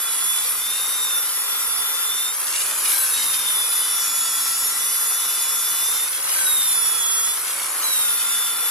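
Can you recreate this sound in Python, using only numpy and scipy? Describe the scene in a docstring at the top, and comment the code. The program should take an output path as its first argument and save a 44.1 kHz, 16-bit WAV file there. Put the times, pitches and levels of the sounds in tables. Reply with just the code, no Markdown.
"""An electric drill close by in an open workshop spins a wheel brush over a carved wooden panel.
Its gears whine when the drill is leaned on; with the brush lifted off, the motor races and the whine fades.
Rotor, commutator and bearings add wavering sines, and cooling air is noise that partly repeats each turn.
Bristle scratch, gearbox rattle and spark hiss are shaped noise; behind them the panel rumbles and booms.
Everything is placed for two ears, with levels and lags that follow how the drill is held."""
import sys
import numpy as np
from scipy import signal
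from scipy.fft import rfft, irfft, next_fast_len
from scipy.io import wavfile
from scipy.ndimage import uniform_filter1d, map_coordinates

SR = 44100
rng = np.random.default_rng(int(sys.argv[2]) if len(sys.argv) > 2 else 0)


def transcribe(u):
    """Save the signal u as a 16-bit wav file named by the first command-line argument.

    u: samples, shape (n,) or (channels, n), limited to [-1, 1]; the rate is SR.
    q: integer samples, one column per channel.
    """
    v = np.clip(np.atleast_2d(u).T, -1, 1)
    q = np.round(v * 32767).astype(np.int16)
    wavfile.write(sys.argv[1], SR, q)


N = 383669

# Motor speed. Each row: time in seconds, rotor turns per second.
SPEED = [(0,499),(.17,485),(.35,497),(.52,494),(.75,520),(.88,525),(1.05,523),(1.35,492),(1.55,498),(1.78,490),(1.9,503),(2.02,501),(2.28,518),(2.42,556),(2.72,596),(2.9,594),(3.12,543),(3.3,523),(3.62,504),(3.93,499),(4.27,486),(4.51,486),(4.95,501),(5.05,497),(5.37,503),(5.47,493),(5.65,500),(5.78,497),(5.9,512),(6.03,510),(6.22,562),(6.35,574),(6.57,528),(6.7,506),(6.86,491),(7.05,481),(7.22,478),(7.33,495),(7.57,566),(7.8,589),(7.97,543),(8.1,510),(8.36,503),(8.7,500)]
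FREE_SPEED, WORK_SPEED = 600, 500   # rotor turns per second at no load and at full load
# How the drill is held. Each row: time in seconds, samples by which the left ear leads,
# dB by which the motor vents face the microphone, dB by which the brush's rim does.
POSE = [(0, 1.4, 4, -0.5), (.9, 1, 12.5, -2.8), (1.4, 3, 11.5, -3.5), (2.2, 2.5, 12.5, -2.2),
        (2.6, 1, 19, 1), (3.1, -0.4, 11.5, 1.1), (3.6, -0.8, 14, -0.7), (4.5, 0, 16.5, -3.5),
        (5.8, 0.8, 16.5, -3), (6.3, -2.5, 11.5, -0.3), (7.1, -2, 17.5, -6.5), (7.5, -1, 8.5, 1),
        (7.9, 2.5, 16, -0.7), (8.7, 2, 1.5, 1)]
# The brush leaves the wood and bites in again.
# Each row: time fully lifted in seconds, landing in seconds, strength of the bite from 0 to 1.
LIFTS = [(2.353, 2.866, 0), (6.106, 6.315, 1.0), (7.427, 7.842, 0)]
LIFT_S, LAND_S, BITE_RISE_S, BITE_DECAY_S = 0.15, 0.1, 0.12, 1

# The drill is leaned on and its gears sing out, heard from where it then points.
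# Each row: start and end of the full lean in seconds, then three values each (tooth rate, 2nd and
# 3rd harmonic) of level in dB, left-right difference in dB, and phase lead of the left ear in radians.
LEANS = [(0.016, 0.11, -37.5, -36, -30, 1.0, -1, -7, 1, 3.5, 4.5),
         (0.23, 0.39, -34.5, -34.5, -28, -7, 6, -11, 1.7, 3, 2),
         (0.624, 0.863, -33.0, -37.5, -32, -1.0, 2.0, -0.0, 0.5, 1.7, 0),
         (0.936, 1.187, -31, -37, -27, -5, -0.0, -1, 0.83, 4, -2.5),
         (1.475, 1.574, -32.5, -42, -31, 5, 2.0, -5, 3, 7, -3),
         (1.68, 1.806, -35.5, -42, -27.0, 8, 1.0, -10.0, 4, 1.5, -1.2),
         (1.855, 2.015, -32, -41, -35, 8, -4.0, 0.5, 3, 6, -3),
         (2.095, 2.285, -30.0, -37.0, -34, 1, -6, 0.0, 0.9, 4.5, 1),
         (2.92, 3.03, -38, -34, -27, 0.5, 1.0, 5.0, -0.2, 0, -1),
         (3.143, 3.403, -32.0, -36, -33, 2.0, -4.0, -3, 0.5, -1.5, 1.5),
         (3.478, 3.66, -28.5, -44, -29, -1.0, 2.0, 1.0, 1.67, -0.8, -1),
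         (3.745, 4.0, -34, -40, -28.0, 4, 1.0, 2.0, 0.8, -0.5, -1),
         (4.06, 4.344, -36.5, -32, -32.0, 2, 2, -4, 0.7, -1.2, -1.2),
         (4.42, 4.676, -38.0, -33.5, -32.0, 5, 0.5, -2, -2, 0, -0.7),
         (4.808, 5.06, -37, -34.5, -29, 2.0, 4.0, -2, 1.4, -1.9, 4.5),
         (5.13, 5.825, -35.5, -34, -29, -0.5, 3.5, -0.0, 0.5, -2.0, 4.5),
         (5.88, 6.04, -33, -29, -26.5, -2.0, -1.0, 2, 0.3, -3, 3.5),
         (6.467, 6.683, -29.5, -32, -24, -3.0, 4, -2.5, -0.0, -2, -2.5),
         (6.746, 6.98, -32.5, -36.5, -25.5, -9.5, -2, -13, 0.5, -6, -1.8),
         (7.036, 7.312, -30.5, -30.0, -27.5, -7, 1, -9, -1.7, -3, -2.5),
         (7.845, 8.104, -30, -34.5, -25, -7.5, 2.0, -2, 2.5, 1.6, -2.6),
         (8.18, 8.305, -34.0, -35, -36, -6, 5.5, 6.0, 1.4, 4.5, -1),
         (8.375, 8.48, -31.5, -37, -31.0, -3, 14, -2.0, 0.1, 1, 4.5),
         (8.653, 8.7, -36, -36, -29, 0.0, 10, 1, 1.3, 2, 3.5)]
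LEAN_ATTACK_S, LEAN_RELEASE_S = 0.059, 0.075
# The gear whine under the tool's own weight. Each entry: level in dB of one harmonic of the tooth rate.
WHINE_DB = [-42.5, -38.5, -45]
UNLOADED_DB = -20   # change of those levels when the motor runs free
PINION_TEETH, WHEEL_TEETH = 7, 44

# Rotor harmonics from unequal teeth. Each row: multiple of rotor speed, dB before load and pose.
SIDEBANDS = [(4, -49), (6, -55), (9, -51.5), (10, -50.5), (15, -52), (16, -42.5), (17, -44.5), (18, -40),
             (19, -41), (20, -36), (22, -51), (23, -33.5), (24, -35.5), (25, -38), (26, -57), (28, -43),
             (30, -43)]
# Commutator bars passing the carbon brushes. Each row: multiple of rotor speed, dB before the pose.
COMMUTATOR = [(12, -50)]
SPARK_SLIP = .28   # share of a cycle by which sparking blurs the commutator tone
# The housing holds back the highest motor tones. Each row: frequency in Hz, gain in dB.
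HOUSING = [(12400, -1), (13400, -7), (13900, -4), (14500, 0), (15000, -7), (15600, -14)]

# Rough bearing tones, most of them riding on the tooth rate and its harmonics.
# Each row: multiple of rotor speed, dB before pose, thrust and lift.
BEARING = [(5.5, -54.5), (5.76, -60), (7.24, -51.5), (7.5, -47.5), (8.28, -47.5), (9.76, -43), (11, -40.5),
           (11.26, -43), (12.5, -50.5), (12.76, -50.5), (15.25, -43.5), (16.76, -48), (22.28, -39),
           (23.76, -45)]
BALL_PASSES = 2.76        # per rotor turn
BALL_SLIP = .36           # share of a cycle by which slipping blurs the higher bearing tones
BEARING_LIFTED_DB = -6    # the balls run quieter with the brush off the wood
# Side thrust sets the bearing's outer race droning. Each row: start and end of full thrust in seconds,
# dB of the drone, dB added to the higher bearing tones.
THRUSTS = [(0.02, 0.21, -43.5, -1), (1.146, 1.635, -41.5, 1), (1.705, 2.084, -42, 0.5),
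           (2.94, 3.094, -37, 1.5), (3.603, 3.86, -45, 0), (3.955, 4.774, -40.5, 1.5),
           (4.98, 5.796, -42.5, 0), (6.375, 6.497, -35.5, 2), (6.75, 7.25, -43, -1.5),
           (8.036, 8.678, -39.5, -1.5)]
THRUST_RAMP_S, DRONE_REST_DB = 0.05, -51.5

# Spectrum of the cooling air at the side slots. Each row: frequency in Hz, relative dB per Hz.
VENT = [(5500, -50), (7000, -21), (7700, -8), (8600, -9), (9400, -1), (11000, -45)]
# Cooling air, loudest with the drill side-on. Each row: time in seconds, level in dB.
VENT_LEVEL = [(0, -50), (2.35, -44), (2.55, -31), (3.1, -39), (3.7, -47), (5.8, -60), (6.15, -43),
              (6.42, -24.5), (6.7, -31), (7.15, -32.5), (7.65, -34), (8.7, -40)]
FAN_MEMORY = .45   # share of the air's rush that repeats from turn to turn

# Spectrum of the bristles on the carving. Each row: frequency in Hz, relative dB per Hz.
SCRATCH = [(200, -65), (700, -33), (1500, -5.5), (2000, -2.5), (2500, -1.5), (3300, -1), (3900, -2),
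           (4500, -3), (5600, -0.5), (6500, -4.5), (7700, 0), (9000, -0.5), (12000, -33)]
# Spectrum of the gearbox rattle. Each row: frequency in Hz, relative dB per Hz.
RATTLE = [(30, -52), (80, -48), (125, -27), (200, -20), (300, -14.5), (450, -8.5), (620, -12), (800, -6.5),
          (1000, 0), (1300, 2.5), (1650, -3), (2300, -5.5), (4000, -24.5)]
# Spectrum of the spark hiss. Each row: frequency in Hz, relative dB per Hz.
HISS = [(6000, -55), (8000, -31), (8800, -9), (9500, 10), (10300, 13), (11300, 11.5), (12200, 2),
        (12900, 7.5), (13500, -21), (14300, -4.5), (15600, -22)]
# Level of each noise. Entries: dB at working speed, then dB added when racing, when lifted off,
# by a full bite, by leaning, and per dB of the vents' facing.
SCRATCH_LAW = (-32, 0.4, -2.5, 2.5, -0.5, 0.21)
RATTLE_LAW = (-36.5, 3, -0.5, 0.5, 0.5, 0.0072)   # gearbox rattle, same entries
HISS_LAW = (-25.5, -0.5, -3, 2, -0.57, 0.2742)   # spark hiss, same entries
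# Strokes that press the bristles deeper or ease them off. Each row: start and end of the full stroke
# in seconds, dB added to the rattle, to the scratch, to the hiss.
STROKES = [(.08, 0.15, 0, 0.78, 0.76), (.28, .52, -0.5, -0.081, 1.8), (0.603, 0.717, -2, -0.55, -0.52),
           (0.937, 1.21, 0, 0.76, 1.1), (1.15, 1.2, 0.5, 0.12, 1.5), (1.42, 1.55, 0, 0.74, -1.9),
           (1.76, 1.95, 1, -1.1, -0.93), (2.5, 2.847, 0, -0.2, -0.3), (3.518, 3.6, 1.5, 0.29, 1.7),
           (3.92, 4.06, 0, -0.093, 0.35), (4.26, 4.42, 0, 0.3, -.5), (4.576, 4.9, 0.1, -0.84, 0.08),
           (5.88, 6.007, 0.5, 0.8, 0.43), (6.085, 6.162, -1.5, 1.5, -0.51), (6.343, 6.48, 0, 0.33, -0.18),
           (6.7, 7.177, 0.5, 1.2, 1.3), (7.617, 7.85, 0.8, -1.9, -1.1), (8.55, 8.7, 2, -0.87, -1)]
STROKE_RAMP_S = 0.048
SCRATCH_PATCHY_DB, HISS_PATCHY_DB, RIDGES_PER_S = 1.44, 1, 6.9

# The panel shaking as a whole. Each row: frequency in Hz, relative dB per Hz.
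RUMBLE = [(15, -11), (35, 1), (60, -4), (120, -2), (250, -6), (1000, -64)]
# The panel's low modes boom under the brush. Each row: frequency in Hz, width in Hz, dB before drumming.
PANEL = [(162.6, 13.3, -71.5), (259, 20.5, -68.5)]
# How hard the brush drums on the panel. Each row: time in seconds, dB.
DRUMMING = [(0, 1), (.5, 3), (1, -2), (2.9, -10), (3.25, 10.5), (3.6, 1), (3.9, 3), (4.6, 7), (5.9, -1),
            (6.2, -15), (6.6, 8), (7, -1), (7.25, 6), (7.5, -15), (8, 11), (8.7, -0.5)]
RUMBLE_SWING_DB = 5.5

# Noise at the two ears, before the lag. Each row: frequency in Hz, left-right likeness from -1 to 1.
LIKENESS = [(40, 0.58), (130, 0.96), (300, 0.91), (1000, 0.87), (2000, 0.35), (3200, 0.82), (5000, 1),
            (7000, 1), (9000, 0.38), (10300, 0.68), (11500, 0.72), (15000, -0.88)]
# Tilt of the noise between the ears. Each row: frequency in Hz, left-right difference in dB.
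BALANCE = [(100, 1), (700, 2.5), (1400, 1.5), (3000, -2), (6000, 2), (8500, 0.5), (10000, -3.5), (11800, 7),
           (13000, -1.5), (14500, 14)]
CUTOFF_HZ = 15550


def gears(turns, load, flutter_db, grit_db, swell_db):
    """Pinion teeth strike the wheel: the whine sings out at each lean and fades when the motor runs free."""
    leans, (lifted, _) = leaning(), contact()
    rows = np.array(LEANS)
    leaned_db, pans_db, lags = np.split(rows[:, 2:].T, 3)
    resting = 1 - leans.sum(axis=0)
    free = np.maximum(1 - load, lifted ** 2)

    def aimed(column):
        """Steady in a lean, gliding to the next."""
        return np.interp(np.arange(N) / SR, rows[:, :2].ravel(), np.repeat(column, 2))

    out = 0
    harmonics = zip(WHINE_DB, leaned_db, pans_db, np.unwrap(lags))
    for k, (rest_db, lean_db, pan_db, lag) in enumerate(harmonics, 1):
        level_db = lean_db @ leans + resting * (rest_db + UNLOADED_DB * free)
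        level_db = level_db + flutter_db * drift(37) + grit_db * drift(71)
        level_db = level_db + swell_db * (1 + 2.0 * resting) * drift(4.4)   # swells more between leans
        pan = aimed(pan_db) + 0.64 * k * drift(3.9)
        phase = aimed(lag) + 0.21 * k * drift(9.6)
        out = out + tone(k * PINION_TEETH * turns, level_db, pan, phase)
    return out


def tooth_sidebands(turns, load, facing_db):
    """Unequal teeth add rotor harmonics that grow with load and drop with the brush off the wood."""
    lifted, _ = contact()
    level_db = 15 * (load - 1) - 5 * lifted + 0.053 * facing_db + 0.35
    return rotor_tones(SIDEBANDS, turns, level_db, slip=0.14)


def commutator(turns, facing_db):
    """Commutator bars pass the carbon brushes, their tone blurred by sparking."""
    return rotor_tones(COMMUTATOR, turns, facing_db - 4.5, slip=SPARK_SLIP)


def imbalance_hum(turns, load):
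    """The rotor's slight imbalance hums close to once a turn, weaker under load."""
    return rotor_tones([(0.99, -52.5)], turns, -7.5 * load, slip=0.018)


def bearings(turns, facing_db):
    """Slipping balls make rough tones, mostly between the rotor harmonics; thrust brings out the drone."""
    lifted, bite = contact()
    thrusts = [(held(start, end, THRUST_RAMP_S, THRUST_RAMP_S), db, upper_db)
               for start, end, db, upper_db in THRUSTS]
    drone_db = DRONE_REST_DB + sum((db - DRONE_REST_DB) * share for share, db, _ in thrusts)
    grind_db = BEARING_LIFTED_DB * lifted + sum(upper_db * share for share, _, upper_db in thrusts)
    cycles = BALL_PASSES * turns + (0.035 + 0.1 * bite) * drift(24)   # rougher as the brush bites
    grain_db = 3 * drift(70)
    drone = tone(cycles, drone_db + grain_db, 3.6 + 0.85 * drift(5.8), 0.83 * drift(0.27))
    return drone + rotor_tones(BEARING, turns, 0.37 * facing_db + grind_db - 5.5, slip=BALL_SLIP)


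def rotor_tones(table, turns, level_db, slip):
    """Tones tied to the rotor; each wavers in level and place, and slip blurs its pitch."""
    out = 0
    for multiple, db in table:
        scatter = min(multiple / 12, 1.4)   # short waves reach the two ears less alike
        cycles = multiple * turns + slip * drift(29.0)
        fade_db = 2.8 * drift(10)
        out = out + tone(cycles, db + level_db + fade_db, 1.6 * drift(1.7), scatter * drift(17.0))
    return out


def through_housing(x):
    """The casing filters the motor tones, holding back the highest."""
    size = next_fast_len(N)
    hz = np.maximum(np.fft.rfftfreq(size, 1 / SR), 1)
    return irfft(rfft(x, size) * from_db(at_hz(HOUSING, hz)), size)[:, :N]


def cooling_air(speed):
    """The fan chops its air on every turn and blows it out through the side slots."""
    level_db, = in_time(VENT_LEVEL)
    air = turn_by_turn(rng.standard_normal((2, N)), speed, memory=FAN_MEMORY)
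    return from_db(level_db) * coloured(VENT, air)


def bristle_scratch(speed, turns, load, facing_db, rim_db):
    """Bristles flick over the carving, partly alike from turn to turn, patchy as they cross the ridges."""
    flicks = turn_by_turn(rng.standard_normal((2, N)), speed, memory=0.27)
    flicks = flicks * from_db(2.4 * drift(220) + .4 * spindle_swing(turns) * load)
    scratch = off_the_panel(coloured(SCRATCH, flicks), delay_s=.0011, sway=0.196, echo=0.86)
    level_db = noise_level(SCRATCH_LAW, 1, load, facing_db)
    level_db = level_db + 1.22 * rim_db + SCRATCH_PATCHY_DB * drift(RIDGES_PER_S)
    return from_db(level_db) * scratch


def gearbox_rattle(turns, load, facing_db):
    """Loose noise from the gearbox, swelling once per turn of the spindle."""
    jitter = from_db(0.8 * drift(47) + .6 * spindle_swing(turns))
    rattle = coloured(RATTLE, rng.standard_normal((2, N)) * jitter)
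    return from_db(noise_level(RATTLE_LAW, 0, load, facing_db)) * rattle


def spark_hiss(speed, turns, load, facing_db, rim_db):
    """Hiss that pulses once and twice a rotor turn as the two carbon brushes spark."""
    sparks_db = 0.5 * np.cos(2 * np.pi * 2 * turns) + 0.82 * np.cos(2 * np.pi * turns) + 0.52 * drift(31)
    noise = turn_by_turn(rng.standard_normal((2, N)), speed, memory=0.24)
    hiss = coloured(HISS, noise * from_db(sparks_db))
    hiss = off_the_panel(hiss, delay_s=.0016, sway=0.111, echo=0.73)
    level_db = noise_level(HISS_LAW, 2, load, facing_db)
    level_db = level_db + rim_db + HISS_PATCHY_DB * drift(RIDGES_PER_S)
    return from_db(level_db) * hiss


def noise_level(law, stroke_column, load, facing_db):
    """Level in dB that follows speed, lift, bite, lean, the vents' facing and the strokes."""
    work_db, race_db, lift_db, bite_db, lean_db, aim = law
    (lifted, bite), leaned = contact(), leaning().sum(axis=0)
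    level_db = work_db + race_db * (1 - load) + lift_db * lifted + bite_db * bite
    level_db = level_db + lean_db * leaned + aim * facing_db
    return level_db + sum(db[stroke_column] * held(start, end, STROKE_RAMP_S, STROKE_RAMP_S)
                          for start, end, *db in STROKES)


def spindle_swing(turns):
    """A sine once per turn of the spindle, geared down from the rotor."""
    return np.sin(2 * np.pi * turns / WHEEL_TEETH * PINION_TEETH)


def turn_by_turn(noise, speed, memory):
    """The same surfaces rub on every turn, so the noise partly repeats and gathers at rotor harmonics."""
    n = np.arange(N)
    rubbed = sum(memory ** k * noise[:, n - np.round(k * SR / speed).astype(int)] for k in range(3))
    return rms_one(rubbed)


def off_the_panel(x, delay_s, sway, echo):
    """The carving throws back three echoes whose delays shift as the tool moves, differently at each ear."""
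    n = np.arange(N)
    out = x
    for k in range(1, 4):
        back = [np.interp(n - SR * delay_s * (k + sway * drift(1.115)), n, ear, left=0, right=0) for ear in x]
        out = out + echo / np.sqrt(k) * np.array(back)
    return rms_one(out)


def panel():
    """The brush shakes the panel in fits and starts and keeps its low modes ringing."""
    drumming_db, = in_time(DRUMMING)
    shaking_db = -71.5 + 0.49 * drumming_db + RUMBLE_SWING_DB * np.minimum(drift(8.9), 1)
    out = from_db(shaking_db) * coloured(RUMBLE, rng.standard_normal((2, N)))
    for hz, width, db in PANEL:
        mode = signal.butter(2, [hz - width / 2, hz + width / 2], "band", fs=SR, output="sos")
        ringing = rms_one(signal.sosfilt(mode, rng.standard_normal(N)))
        out = out + from_db(db + drumming_db) * ringing
    return out


def contact():
    """How far the brush is off the wood, and the bite that rises around each landing and dies away."""
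    t = np.arange(N) / SR
    lifted, bite = 0, 0
    for lift, landing, strength in LIFTS:
        lifted = lifted + held(lift, landing - LAND_S, LIFT_S, LAND_S)
        rise = np.clip((t - landing) / BITE_RISE_S + .5, 0, 1)
        decay = np.exp(-np.maximum(t - landing - BITE_RISE_S, 0) / BITE_DECAY_S)
        bite = bite + strength * rise * decay
    return lifted, bite


def leaning():
    """The share of each lean at every moment; neighbours cross-fade."""
    each = np.array([held(start, end, LEAN_ATTACK_S, LEAN_RELEASE_S) for start, end, *_ in LEANS])
    return each / np.maximum(each.sum(axis=0), 1)


def held(start, end, attack_s, release_s):
    """An envelope that has risen to 1 by start, holds, and falls after end."""
    t = np.arange(N) / SR
    return np.clip(np.minimum((t - start) / attack_s, (end - t) / release_s) + 1, 0, 1)


def tone(cycles, level_db, pan_db, lag):
    """A stereo sine; level is the rms over both ears, lag is the left ear's phase lead in radians."""
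    ear = np.array([[1], [-1]], np.float32)
    gain = np.exp(ear * (pan_db * np.log(10) / 40).astype(np.float32))   # half the dB at each ear
    gain /= np.sqrt(np.mean(gain ** 2, axis=0))
    angle = (2 * np.pi * (cycles % 1)).astype(np.float32) + ear * lag.astype(np.float32) / 2
    return np.sqrt(2) * from_db(level_db) * gain * np.sin(angle)


def coloured(spectrum, excitation):
    """Two unrelated noises become stereo noise shaped by the given spectrum; rms 1."""
    size = next_fast_len(N)
    hz = np.maximum(np.fft.rfftfreq(size, 1 / SR), 1)
    alike = np.clip(at_hz(LIKENESS, hz), -1, 1)
    ear = np.array([[1], [-1]])
    mid, side = rfft(excitation, size) * from_db(at_hz(spectrum, hz))
    both = np.sqrt(1 + alike) * mid + ear * np.sqrt(1 - alike) * side
    both = both * from_db(ear * at_hz(BALANCE, hz) / 2)
    return rms_one(irfft(both, size)[:, :N])


def toward_the_ears(x, lead):
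    """Sound from off centre reaches one ear a little before the other."""
    n = np.arange(N)
    return np.array([map_coordinates(ear, [n + sign * lead / 2], order=3, mode="mirror")
                     for ear, sign in zip(x, (1, -1))])


def drift(rate):
    """Smooth chance of spread 1 that changes about rate times a second."""
    r = np.exp(-80 * np.pi * rate / SR)   # drawn at every 40th sample
    slow = signal.lfilter([1], [1, -2 * r, r * r], rng.standard_normal(N // 40 + 2002))[2000:]
    return np.interp(np.arange(N) / 40, np.arange(len(slow)), rms_one(slow))


def in_time(rows):
    """Each column of a curve, sample by sample."""
    s, *columns = np.transpose(rows)
    return [np.interp(np.arange(N) / SR, s, c) for c in columns]


def at_hz(points, hz):
    """Read a spectrum on a log-frequency axis."""
    f, value = np.transpose(points)
    return np.interp(np.log(hz), np.log(f), value)


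def from_db(db):
    """Decibels to gain."""
    return 10 ** (np.asarray(db) / 20)


def rms_one(x):
    """Scale to rms 1."""
    return x / np.sqrt(np.mean(x ** 2) + 1e-20)


def scene():
    """Motor speed sets every rotor tone; the more it sags, the greater the load. Pose sets direction."""
    speed, = in_time(SPEED)
    lead, facing_db, rim_db = in_time(POSE)
    speed = uniform_filter1d(speed, size=1500, mode="nearest")
    load = np.clip((FREE_SPEED - speed) / (FREE_SPEED - WORK_SPEED), 0, 1)
    turns = np.cumsum(speed * (1 + 0.000667 * drift(35.0))) / SR   # the carving jolts the brush

    whine = gears(turns, load, flutter_db=1.5, grit_db=1.0, swell_db=1.0)   # carries its own lags
    motor = through_housing(tooth_sidebands(turns, load, facing_db) + commutator(turns, facing_db))
    motor = motor + imbalance_hum(turns, load) + bearings(turns, facing_db) + cooling_air(speed)
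    rush = bristle_scratch(speed, turns, load, facing_db, rim_db)
    rush = rush + gearbox_rattle(turns, load, facing_db)
    rush = rush + spark_hiss(speed, turns, load, facing_db, rim_db)
    return whine + toward_the_ears(motor + rush + panel(), lead)


def record(dry):
    """The microphone signal ends in a steep low-pass."""
    return signal.sosfilt(signal.ellip(12, .1, 80, CUTOFF_HZ, fs=SR, output="sos"), dry)


dry = scene()
out = record(dry)
transcribe(out)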